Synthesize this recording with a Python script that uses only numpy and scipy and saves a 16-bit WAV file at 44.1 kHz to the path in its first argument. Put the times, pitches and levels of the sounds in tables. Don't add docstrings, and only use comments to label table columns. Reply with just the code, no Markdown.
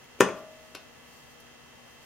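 import sys
import numpy as np
from scipy import signal
from scipy.fft import rfft, irfft, next_fast_len
from scipy.io import wavfile
from scipy.ndimage import map_coordinates

SR = 44100
rng = np.random.default_rng(int(sys.argv[2]) if len(sys.argv) > 2 else 0)


def wrap_up_sound(samples):
    columns = np.atleast_2d(samples).T
    tamed = np.clip(columns, -1, 1)
    steps = np.round(tamed * 32767).astype(np.int16)
    wavfile.write(sys.argv[1], SR, steps)


N = 90404
TIME_S = np.arange(N) / SR
BLOW_ATTACK_S = 0.00066

# (time [s], thud [dB], crack [dB], rim ring [dB])
SNAP_BLOWS = [(0.1892, -39, -36, -53), (0.2033, -20, -14, -42), (.2058, -1, 7.5, 2)]
# (time [s], thud [dB], clack [dB])
LIGHT_BLOWS = [(0.287, -21, -33), (0.7494, -39, -12.5)]


def amp(db):
    return 10 ** (np.asarray(db) / 20)


def along(points, hz):
    points_hz, values = np.transpose(points)
    return np.interp(np.log(hz + 1), np.log(points_hz + 1), values)


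def pan(left_db):
    return amp(np.array([[1], [-1]]) * left_db)


def filtered(x, response):
    n = x.shape[-1]
    size = next_fast_len(n + SR // 2)
    return irfft(rfft(x, size) * response(np.fft.rfftfreq(size, 1 / SR)), size)[..., :n]


def stereo(pair, tone, correlation, lean):
    def mid_side_gains(hz):
        angle = np.arccos(np.clip(along(correlation, hz), -1, 1)) / 2
        return amp(along(tone, hz)) * [np.cos(angle), np.sin(angle)]
    mid, side = filtered(pair, mid_side_gains)
    return filtered(np.array([mid + side, mid - side]), lambda hz: pan(along(lean, hz)))


def noise(tone):
    correlation = [(60, 0.62), (250, -0.12), (1200, 0.36), (3000, -0.22), (7000, -0.22), (15000, 0.38)]
    lean = [(60, 3), (300, 2), (1300, 1), (7000, -1.5), (15000, 1.4)]
    x = stereo(rng.standard_normal((2, N)), tone, correlation, lean)
    return x / x.std()


def add(track, start_s, sound):
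    part = track[round(start_s * SR):][:len(sound)]
    part += sound[:len(part)]


def ring(modes, attack_s):
    partials = (amp(db - 60 * TIME_S / t60_s) * np.sin(2 * np.pi * hz * TIME_S)
                for hz, db, t60_s in modes)
    return -sum(partials) * (1 - np.exp(-TIME_S / attack_s))


def hiss(rms_db=-53.5):
    tone = [(20, -15), (45, -20), (68, -1.5), (102, -9.5), (135, -0.5), (188, -7.5), (240, -3.5), (323, -7),
            (480, -6), (830, -6), (1200, -10), (2020, -10), (2370, -12.5), (2750, -10.5), (3200, -10),
            (3600, -15.5), (5000, -17), (6600, -16), (7600, -22.5), (9000, -23.5), (11000, -26),
            (15600, -29)]
    return amp(rms_db) * noise(tone)


def hum():
    lines = [(240.5, -68), (479.5, -68), (1125, -73), (1275, -72.5), (1723, -70.5), (1873, -73),
             (2024, -67.5), (2622, -73.5), (2676, -71), (2772, -72.5)]
    return sum(amp(db) * np.sqrt(2) * np.sin(2 * np.pi * (hz * TIME_S + rng.random()))
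               for hz, db in lines)


def whine(centre_hz=3140, wander_hz=5, start_db=-73.5, rise_db_per_s=3):
    wander = map_coordinates(rng.standard_normal(64), [TIME_S * 20], mode='mirror')
    phase = 2 * np.pi * np.cumsum(centre_hz + wander_hz * wander) / SR
    return np.sqrt(2) * np.sin(phase) * amp(start_db + rise_db_per_s * TIME_S)


def workshop(x, delay_s=0.003, early_db=2.5, early_decay_s=0.02):
    decay = [(100, 0.66), (300, 0.41), (800, 0.46), (1800, 0.38), (5000, 0.41), (13000, 0.19)]
    tone = [(60, 3), (100, -3), (150, -1), (240, 2), (400, -4), (700, 3.5), (1200, -2), (3000, -1),
            (4200, 0), (6700, -4.5), (9000, -3.5), (15000, -6)]
    correlation = [(100, 1), (640, 0.79), (1400, 0.68), (3100, 0.72), (6800, 0.033), (15000, 0.15)]
    lean = [(60, 2.5), (300, 2), (1200, 1.1), (6000, .3)]
    hz, t, spectra = signal.stft(rng.standard_normal((2, SR)), SR, nperseg=256)
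    fade = amp(-60 * t / along(decay, hz)[:, None])
    early_boost = 1 + amp(early_db) * np.exp(-t / early_decay_s)
    tail = signal.istft(spectra * fade * early_boost, SR, nperseg=256)[1]
    tail = stereo(tail / np.linalg.norm(tail[0]), tone, correlation, lean)
    delayed = np.pad(x, (round(delay_s * SR), 0))
    return signal.fftconvolve(delayed[None], tail, axes=1)[:, :N]


def slides():
    strokes = [(0.383, 0.022, -60.5), (0.53, .025, -68), (0.668, 0.069, -66), (1.155, 0.092, -61.5),
               (1.32, .02, -66.5), (1.908, 0.045, -65.5), (2.045, .025, -62)]
    tone = [(1000, -30), (3700, -4), (4500, 4.5), (5300, 0.5), (8100, -3), (9000, 0.5), (10200, -11.5),
            (12300, -1.5), (13600, -4.5), (15500, -10)]
    envelope = sum(amp(db) * np.exp(-0.5 * ((TIME_S - centre_s) / sigma_s) ** 2)
                   for centre_s, sigma_s, db in strokes)
    return noise(tone) * envelope


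def ticks(decay_s=0.0091):
    shifts = [(.04, -59), (.192, -56), (0.2016, -42), (.286, -51.5), (1.402, -53)]
    tone = [(500, -27), (3000, -8), (6800, 1), (8000, -14), (9000, -3), (11000, -4), (13000, -3),
            (15500, -11)]
    envelope = sum(amp(db) * (TIME_S >= start_s) * np.exp(-abs(TIME_S - start_s) / decay_s)
                   for start_s, db in shifts)
    return noise(tone) * envelope


def rim_ring(attack_s=0.018):
    modes = [(357, -35, .3), (387, -31, .33), (490, -37, .42), (580, -37, .78), (629, -39.5, 1.45),
             (675, -46, 1.1), (824, -45, .75), (989, -38, .3), (1049, -37, .47), (1128, -38, .48),
             (1173, -38, .62), (1333, -39, .3), (1397, -41, .4), (1491, -40, .42), (1781, -39, .3),
             (1897, -44, .28), (2877, -47, .28), (2995, -46, .28), (3400, -51, .3), (6750, -49, .35),
             (8950, -56, .3)]
    chime = ring(modes, attack_s)
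    track = np.zeros(N)
    for start_s, _, _, ring_db in SNAP_BLOWS:
        add(track, start_s, amp(ring_db) * chime)
    return track


def tyre_thuds():
    modes = [(142.8, -28.5, 0.21), (197, -24.5, 0.067), (418, 0.5, 0.019), (504, -16.5, 0.027),
             (1008, -11.5, 0.026), (1407, -11.5, 0.02), (1700, -38, 0.027), (1778, -18, 0.059),
             (2270, -5, 0.011)]
    thud = ring(modes, BLOW_ATTACK_S)
    track = np.zeros(N)
    for start_s, thud_db, *_ in SNAP_BLOWS + LIGHT_BLOWS:
        add(track, start_s, amp(thud_db) * thud)
    return track


def contact(tone, decay_s=0.00065, size=4096):
    t = np.arange(size) / SR
    grit = rfft(rng.standard_normal(size) * np.exp(-t / decay_s))
    grit /= abs(grit) + 1e-9
    magnitude = amp(along(tone, np.fft.rfftfreq(size, 1 / SR)))
    cepstrum = irfft(np.log(magnitude))
    cepstrum[1:size // 2] *= 2
    cepstrum[size // 2 + 1:] = 0
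    return irfft(np.exp(rfft(cepstrum)) * grit)[:size // 2]


def clack(start_s, db, strike_tone, rebound_tone, rebound_s=0.0024, rebound_db=5.5):
    track = np.zeros(N)
    add(track, start_s, amp(db) * contact(strike_tone))
    add(track, start_s + rebound_s, amp(db + rebound_db) * contact(rebound_tone))
    return track


def lever_taps():
    tone = [(80, -28), (220, -4), (500, 4), (900, -7.5), (1500, -0.5), (1950, -10), (2550, 3.5), (3200, -6),
            (5500, -5), (7200, -10), (8500, -16), (12000, -12), (15500, -27)]
    modes = [(1480, -25.5, 0.035), (2620, -27, 0.037), (5380, -34, 0.029)]
    track = np.zeros(N)
    for start_s, _, clack_db in LIGHT_BLOWS:
        track += clack(start_s, clack_db, tone, tone)
        add(track, start_s, amp(clack_db) * ring(modes, BLOW_ATTACK_S))
    return track


def lever_snap():
    strike_tone = [(60, 13), (105, -20), (190, 10), (1200, -7), (2000, 2), (3200, -3), (4300, -23),
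                   (6200, -4), (7800, -4), (9700, -22.5), (12000, -10), (15500, -19)]
    rebound_tone = [(60, -2), (105, -50), (190, -59), (700, -4), (1200, 7), (2000, 1.5), (3300, -2),
                    (3800, -15), (4550, -23), (4850, -5.5), (5400, -16), (6000, -2.5), (6900, -2.5),
                    (7500, -24), (8200, -15), (8700, -1.5), (9700, -25), (11200, -15.5), (15500, -36)]
    return sum(clack(start_s, crack_db, strike_tone, rebound_tone)
               for start_s, _, crack_db, _ in SNAP_BLOWS)


def scene(low_cut_hz=146, rim_left_db=1.5, thud_send_db=-3):
    lean = [(200, 2.5), (400, 1.9), (700, 2.5), (1300, 1.8), (2400, 0.5), (4400, 1.4), (8000, 2.7),
            (15000, 1.5)]
    low_cut = signal.butter(3, low_cut_hz, 'high', fs=SR, output='sos')
    tyre, steel, rim = signal.sosfilt(low_cut, [tyre_thuds(), lever_snap() + lever_taps(), rim_ring()])
    direct = filtered(tyre + steel, lambda hz: pan(along(lean, hz))) + rim * pan(rim_left_db)
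    room = workshop(steel + amp(thud_send_db) * tyre)
    return direct + room + ticks() + slides() + hiss() + hum() + whine()


def record(dry, cutoff_hz=15950):
    return filtered(dry, lambda hz: 1 / np.sqrt(1 + (hz / cutoff_hz) ** 240))


dry = scene()
out = record(dry)
wrap_up_sound(out)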